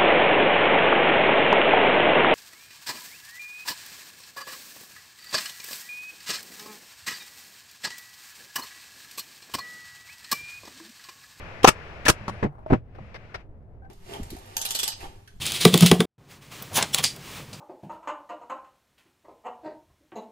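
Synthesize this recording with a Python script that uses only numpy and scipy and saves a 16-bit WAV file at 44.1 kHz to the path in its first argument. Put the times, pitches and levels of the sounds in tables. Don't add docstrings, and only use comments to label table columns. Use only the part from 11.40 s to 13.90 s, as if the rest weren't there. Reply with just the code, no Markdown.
import sys
import numpy as np
from scipy import signal
from scipy.fft import rfft, irfft
from scipy.io import wavfile
from scipy.ndimage import uniform_filter1d

SR = 44100
rng = np.random.default_rng(int(sys.argv[2]) if len(sys.argv) > 2 else 0)


def wav_out(sig):
    wavfile.write(sys.argv[1], SR, np.round(np.clip(np.atleast_2d(sig).T, -1, 1) * 32767).astype(np.int16))


N = 110250


def amp(db):
    return 10 ** (np.asarray(db) / 20)


def unit(x):
    return x / np.sqrt(np.mean(x ** 2) + 1e-20)


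def read(points, hz):
    f, value = np.transpose(points)
    return np.interp(np.log(hz + 1), np.log(f), value)


def silence():
    return np.zeros((2, N))


def add(mix, s, sound):
    part = mix[:, max(round(s * SR), 0):][:, :sound.shape[-1]]
    part += sound[..., :part.shape[1]]


def clock(size=16384):
    return np.arange(size) / SR


# frequency in Hz, likeness (limited to 0..1).
LIKENESS = [(60, 0.73), (150, 0.93), (300, 1.02), (650, 0.6), (1400, 0.38), (3000, 0)]


def noise(spectrum, tilt_db=0, size=16384):
    hz = np.fft.rfftfreq(size, 1 / SR)
    a, b = rfft(rng.standard_normal((2, size)))
    same = np.clip(read(LIKENESS, hz), 0, 1)
    pair = np.array([a, same * a + np.sqrt(1 - same ** 2) * b])
    tilt = tilt_db * np.log2(np.maximum(hz, 300))
    return unit(irfft(pair * amp(read(spectrum, hz) + tilt), size))


def envelope(rise, hold, t60):
    t = clock()
    return np.minimum(t / rise, 1) * amp(-60 * np.maximum(t - hold, 0) / t60)


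def grain(depth_db, size=40):
    swing = unit(uniform_filter1d(rng.standard_normal(len(clock())), size))
    return unit(amp(depth_db * swing))


def ring(modes, pitch=1, detune=.004):
    t, out = clock(), 0
    for hz, db, t60 in modes:
        mode_hz = hz * pitch * (1 + detune * rng.uniform(-1, 1))
        out = out + amp(db - 60 * t / t60) * np.sin(2 * np.pi * mode_hz * t)
    return out


# frequency in Hz, level in dB.
RUMBLE = [(20, 3), (65, 3.5), (105, 3.5), (150, -7.5), (280, -13.5), (700, -17.5), (1100, -32), (4000, -64)]
# frequency in Hz, level in dB.
HISS = [(130, 6), (280, -3.5), (550, 3.5), (900, -2), (2600, -4), (3600, -16.5), (5500, -22), (8000, -35),
        (16000, -48.5)]
# time in seconds, level in dB.
HISS_LEVEL = [(0, -42), (1.06, -45), (1.119, -81), (1.249, -66.5), (1.338, -34.5), (1.42, -75.5),
              (1.531, -63.5), (1.6, -53.5), (2.01, -52), (2.08, -84)]
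# frequency in Hz, level in dB.
RUB = [(150, -13), (300, -8), (480, 6.5), (900, 2.5), (2100, 4.5), (3200, -3.5), (5500, -5.5),
       (7000, -22.5), (16000, -58.5)]
RUMBLE_DB, WAVER_DB, WAVER_SWING_DB = -46, -68.5, 2


def background():
    hiss_db = np.interp(np.arange(N) / SR, *np.transpose(HISS_LEVEL))
    swing = unit(uniform_filter1d(rng.standard_normal(N), size=2000))
    rumble = amp(RUMBLE_DB) * noise(RUMBLE, size=N)
    hiss = amp(hiss_db) * noise(HISS, size=N)
    waver = amp(WAVER_DB + WAVER_SWING_DB * swing) * noise(RUB, tilt_db=-8, size=N)
    return rumble + hiss + waver


# frequency in Hz, t60 in seconds.
ROOM = [(60, 0.12), (1500, 0.076), (6000, 0.084), (16000, 0.07)]


def room(x):
    hz, t, z = signal.stft(rng.standard_normal((2, SR // 2)), SR, nperseg=256)
    decay = amp(-60 * t / read(ROOM, hz)[:, None])
    tail = signal.istft(z * decay, SR, nperseg=256)[1]
    tail = tail * np.minimum(np.arange(tail.shape[1]) / SR / 0.0074, 1)
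    return signal.fftconvolve(x, tail / np.linalg.norm(tail[0]), axes=1)[:, :N]


ECHO_DB, ECHO_SPAN_S = -9, .004


def near_echoes(x, count=6):
    hz = np.fft.rfftfreq(N, 1 / SR)
    delay = ECHO_SPAN_S * (np.arange(count) + rng.uniform(0.082, 1, (2, count))) / count
    echoes = np.exp(-2j * np.pi * delay[..., None] * hz).sum(1) / np.sqrt(count)
    share = amp(ECHO_DB) * hz ** 2 / (hz ** 2 + 2000 ** 2)
    return irfft(rfft(x) * (1 + share * echoes) / np.sqrt(1 + share ** 2), N)


# frequency in Hz, level in dB.
DRAG = [(500, -13.5), (900, -1), (1500, -16), (4000, -50)]
DRAG_S, DRAG_LEN_S, DRAG_DB = 1.07, 0.16, -56


def box_drag():
    out = silence()
    scrape = noise(DRAG) * envelope(0.0102, DRAG_LEN_S, .1) * grain(3.1, size=400)
    add(out, DRAG_S, amp(DRAG_DB) * scrape)
    return out


# start in seconds, length in seconds, level in dB, tilt in dB per octave.
RUBS = [(1.547, 0.015, -51.5, -5.5), (1.741, 0.024, -41.5, -2), (1.9414, 0.016, -33.5, -2.5),
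        (2.445, 0.009, -60, -6.5)]


def slat_rubs():
    out = silence()
    for s, length, db, tilt in RUBS:
        add(out, s, amp(db) * noise(RUB, tilt) * envelope(0.0026, length, 0.033) * grain(2.1))
    return out


SQUEAK_S, SQUEAK_LEN_S, SQUEAK_HZ, SQUEAK_DB = 2.42, 0.0507, 780, -50
SQUEAK_WOBBLE = 0.018


def slat_squeak():
    out = silence()
    wobble = unit(uniform_filter1d(rng.standard_normal(len(clock())), 300))
    turn = 2 * np.pi * np.cumsum(SQUEAK_HZ * (1 + SQUEAK_WOBBLE * wobble)) / SR
    tone = np.sin(turn) + 0.51 * np.sin(2 * turn)
    shape = envelope(0.0034, SQUEAK_LEN_S, 0.027) * grain(3.1, size=400)
    add(out, SQUEAK_S, amp(SQUEAK_DB) * tone * shape)
    return out


# start in seconds, level in dB.
BUMPS = [(0.807, -41.5), (0.898, -35.5), (1.603, -40)]
# frequency in Hz, level in dB, t60 in seconds.
BENCH = [(116, 3, 0.44), (137.8, 7, 0.088), (208, 0.5, 0.21)]


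def bench_bumps():
    out = silence()
    for s, db in BUMPS:
        add(out, s, amp(db) * ring(BENCH) * envelope(0.0053, .05, 0.34))
    return out


# start in seconds, level in dB, tilt in dB per octave, ring in dB relative to the tap.
TAPS = [(1.181, -43, 0, -16), (1.2618, -31, 0, -14), (1.5845, -32, -2, -26)]
# frequency in Hz, level in dB.
TAP = [(150, -2.5), (300, -1), (650, 6.5), (1000, 0), (1600, -16.5), (3500, -34), (16000, -54)]
# frequency in Hz, level in dB, t60 in seconds.
TAP_RING = [(633.5, 6.5, 0.36)]
TAP_T60 = 0.036


def slat_taps():
    out = silence()
    for s, db, tilt, ring_db in TAPS:
        tap = noise(TAP, tilt) * envelope(0.0012, 0.0016, TAP_T60)
        chatter = amp(ring_db) * ring(TAP_RING) * grain(1.5, size=150)
        add(out, s, amp(db) * (tap + chatter))
    return out


# start in seconds, level in dB, treble tilt in dB per octave,
# boom in dB relative to the knock, boom pitch ratio.
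KNOCKS = [(1.027, -20, 3, -7.5, 1.1), (1.036, -27, 4.5, 5, 1.04), (1.0465, -21.5, -0.5, 3.5, 1.2),
          (1.061, -30, 1.5, 1.5, 1.2), (1.3, -25.5, 1.5, -1.5, 1.2), (1.306, -21, 0.5, -1, .9),
          (1.3225, -12, -6, -7, 1.39), (1.3297, -13.5, 2, 2.5, 0.963), (1.3415, -22, 0.5, 0, 1)]
# frequency in Hz, level in dB.
WOOD = [(30, -25), (90, 3), (200, 0.5), (400, -3), (750, -5.5), (1200, -17), (2300, -27.5), (4000, -47),
        (8500, -61.5), (16000, -100)]
# frequency in Hz, level in dB, t60 in seconds.
BOX = [(120.85, -5, 0.17), (192, -1, 0.053), (247.7, -4, 0.069), (347, -5.5, 0.06), (524, -12, 0.03),
       (724, -16.5, .047)]
WOOD_T60, SCATTER_S = 0.04, 0.0071


def box_knocks():
    out = silence()
    for s, db, tilt, boom_db, pitch in KNOCKS:
        knock = noise(WOOD, tilt) * envelope(0.0013, SCATTER_S, WOOD_T60)
        add(out, s, amp(db) * (knock + amp(boom_db) * ring(BOX, pitch)))
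    return out


# start in seconds, level in dB.
TOUCHES = [(0.8797, -23), (.886, -27.5), (0.894, -27.5)]
# frequency in Hz, level in dB.
TOUCH = [(50, -2), (150, 7), (300, -4.5), (700, -2.5), (1120, 0.5), (1700, -15.5), (6000, -22.5),
         (16000, -46.5)]
# frequency in Hz, level in dB, t60 in seconds.
TOUCH_RING = [(592, -23, 0.2), (1130, -6, .035), (4200, -39, 0.28), (9152, -42, 0.22), (13800, -49, .16)]
TOUCH_T60 = 0.04


def put_down():
    out = silence()
    for s, db in TOUCHES:
        knock = noise(TOUCH) * envelope(0.0014, 0.0019, TOUCH_T60)
        add(out, s, amp(db) * (knock + ring(TOUCH_RING) * grain(4, size=500)))
    return out


# start in seconds, level in dB.
RETURNS = [(0.284, -14), (0.7004, -10.5)]
# frequency in Hz, level in dB, t60 in seconds.
RETURN_MODES = [(118, -5, 0.05), (205, 0, 0.025), (345, -1, 0.02), (1100, -2, .015)]


def piston_returns():
    out = silence()
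    for s, db in RETURNS:
        add(out, s, amp(db) * ring(RETURN_MODES))
    return out


# start in seconds, length in seconds, level in dB.
VALVES = [(0.2307, .011, -27.5), (0.262, .008, -26.5), (0.6521, 0.019, -26.5)]
# frequency in Hz, level in dB.
VALVE_AIR = [(200, 3.5), (700, -12), (2000, -3), (2900, 3.5), (4000, -5), (6000, -8.5), (16000, -24)]


def valve_spits():
    out = silence()
    for s, length, db in VALVES:
        add(out, s, amp(db) * noise(VALVE_AIR) * envelope(.002, length, .05) * grain(1.5))
    return out


# frequency in Hz, level in dB, t60 in seconds.
NAILER = [(621, -7.5, 0.25), (1017, -1.5, 0.05), (1234, -5, 0.1), (1362, -4, 0.17), (1680, -7, 0.089),
          (1900, -3, .06), (2570, -4.5, 0.083), (5143, -16, .04), (6040, -16.5, .025)]
# start in seconds, length in seconds, level in dB, treble tilt in dB per octave.
EXHAUSTS = [(0.273, .019, -11.5, 0), (0.681, .021, -13.5, 1.5)]
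# frequency in Hz, level in dB.
EXHAUST_AIR = [(30, -13.5), (120, 2), (330, -9), (750, -5), (1150, 3.5), (1600, -3), (2000, -9.5),
               (2600, -1), (4200, -9), (5500, -6.5), (9000, -11.5), (14000, -20.5), (16000, -35.5)]
# frequency in Hz, level in dB.
BUFFET = [(25, -12), (110, -4), (340, -1), (600, -8.5), (2000, -54.5)]
EXHAUST_RISE_S, EXHAUST_T60 = .002, 0.027
SING_DB, BUFFET_DB = -4.5, -4.5


def exhaust_blasts():
    out = silence()
    for s, length, db, tilt in EXHAUSTS:
        jet = noise(EXHAUST_AIR, tilt) * grain(2.6)
        housing = unit(irfft(rfft(rng.standard_normal(len(clock()))) * rfft(ring(NAILER))))
        blast = jet + amp(SING_DB) * housing + amp(BUFFET_DB) * noise(BUFFET)
        add(out, s, amp(db) * blast * envelope(EXHAUST_RISE_S, length, EXHAUST_T60))
    return out


# start in seconds, crack in dB, punch in dB, punch start in Hz,
# punch pitch after PUNCH_S in Hz, ring of the nailer in dB.
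BLOWS = [(0.2401, -37.5, -23.5, 1150, 1200, -44), (0.244, -3.5, -1.5, 247.3, 1055, -26),
         (0.6637, -30.5, -19.5, 1750, 1744, -24)]
# frequency in Hz, level in dB.
CRACK = [(130, -11.5), (300, -7), (750, 6.5), (1300, 2), (2100, -16.5), (2700, -7), (4600, -19),
         (5900, -5.5), (7700, -28.5), (16000, -36)]
PUNCH_S, BLOW_HOLD_S, BLOW_T60 = .009, 0.0077, 0.007


def driver_blows():
    out, t = silence(), clock()
    for s, crack_db, punch_db, start_hz, end_hz, ring_db in BLOWS:
        punch_hz = start_hz * (end_hz / start_hz) ** np.minimum(t / PUNCH_S, 2)
        punch = np.sin(2 * np.pi * np.cumsum(punch_hz) / SR)
        add(out, s, amp(crack_db) * noise(CRACK) * envelope(.0005, BLOW_HOLD_S, BLOW_T60))
        add(out, s - .001, amp(punch_db) * punch * envelope(0.002, PUNCH_S, BLOW_T60))
        add(out, s, amp(ring_db) * ring(NAILER))
    return out


SHOT_ROOM_DB, WOOD_ROOM_DB = -15.5, -16.5
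BOX_LAG_S = .0002


def scene():
    left, right = box_knocks() + slat_taps() + bench_bumps() + box_drag() + slat_rubs() + slat_squeak()
    box = np.array([np.roll(left, round(BOX_LAG_S * SR)), right])
    shots = near_echoes(valve_spits() + driver_blows() + exhaust_blasts() + piston_returns())
    bench = near_echoes(put_down() + box)
    tail = room(amp(SHOT_ROOM_DB) * shots + amp(WOOD_ROOM_DB) * bench)
    return shots + bench + tail + background()


# frequency in Hz, left minus right in dB.
BALANCE = [(100, -0.5), (600, 0.5), (1000, 4.5), (1500, 10.5), (2300, 8.5), (3500, -3.5), (8000, 0),
           (16000, -0.5)]
LEFT_LAG_S, EDGE_HZ = .00013, 16000
CLIP_KNEE = 8.6


def record(dry):
    hz = np.fft.rfftfreq(2 * N, 1 / SR)
    lean = amp(read(BALANCE, hz) / 2)
    ports = np.array([lean * np.exp(-2j * np.pi * hz * LEFT_LAG_S), 1 / lean])
    x = irfft(rfft(dry, 2 * N) * ports)[:, :N]
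    x = x / (1 + abs(x) ** CLIP_KNEE) ** (1 / CLIP_KNEE)
    lowpass = signal.firwin(511, EDGE_HZ, window=("kaiser", 9), fs=SR)
    return signal.oaconvolve(x, lowpass[None], "same")


dry = scene()
out = record(dry)
wav_out(out)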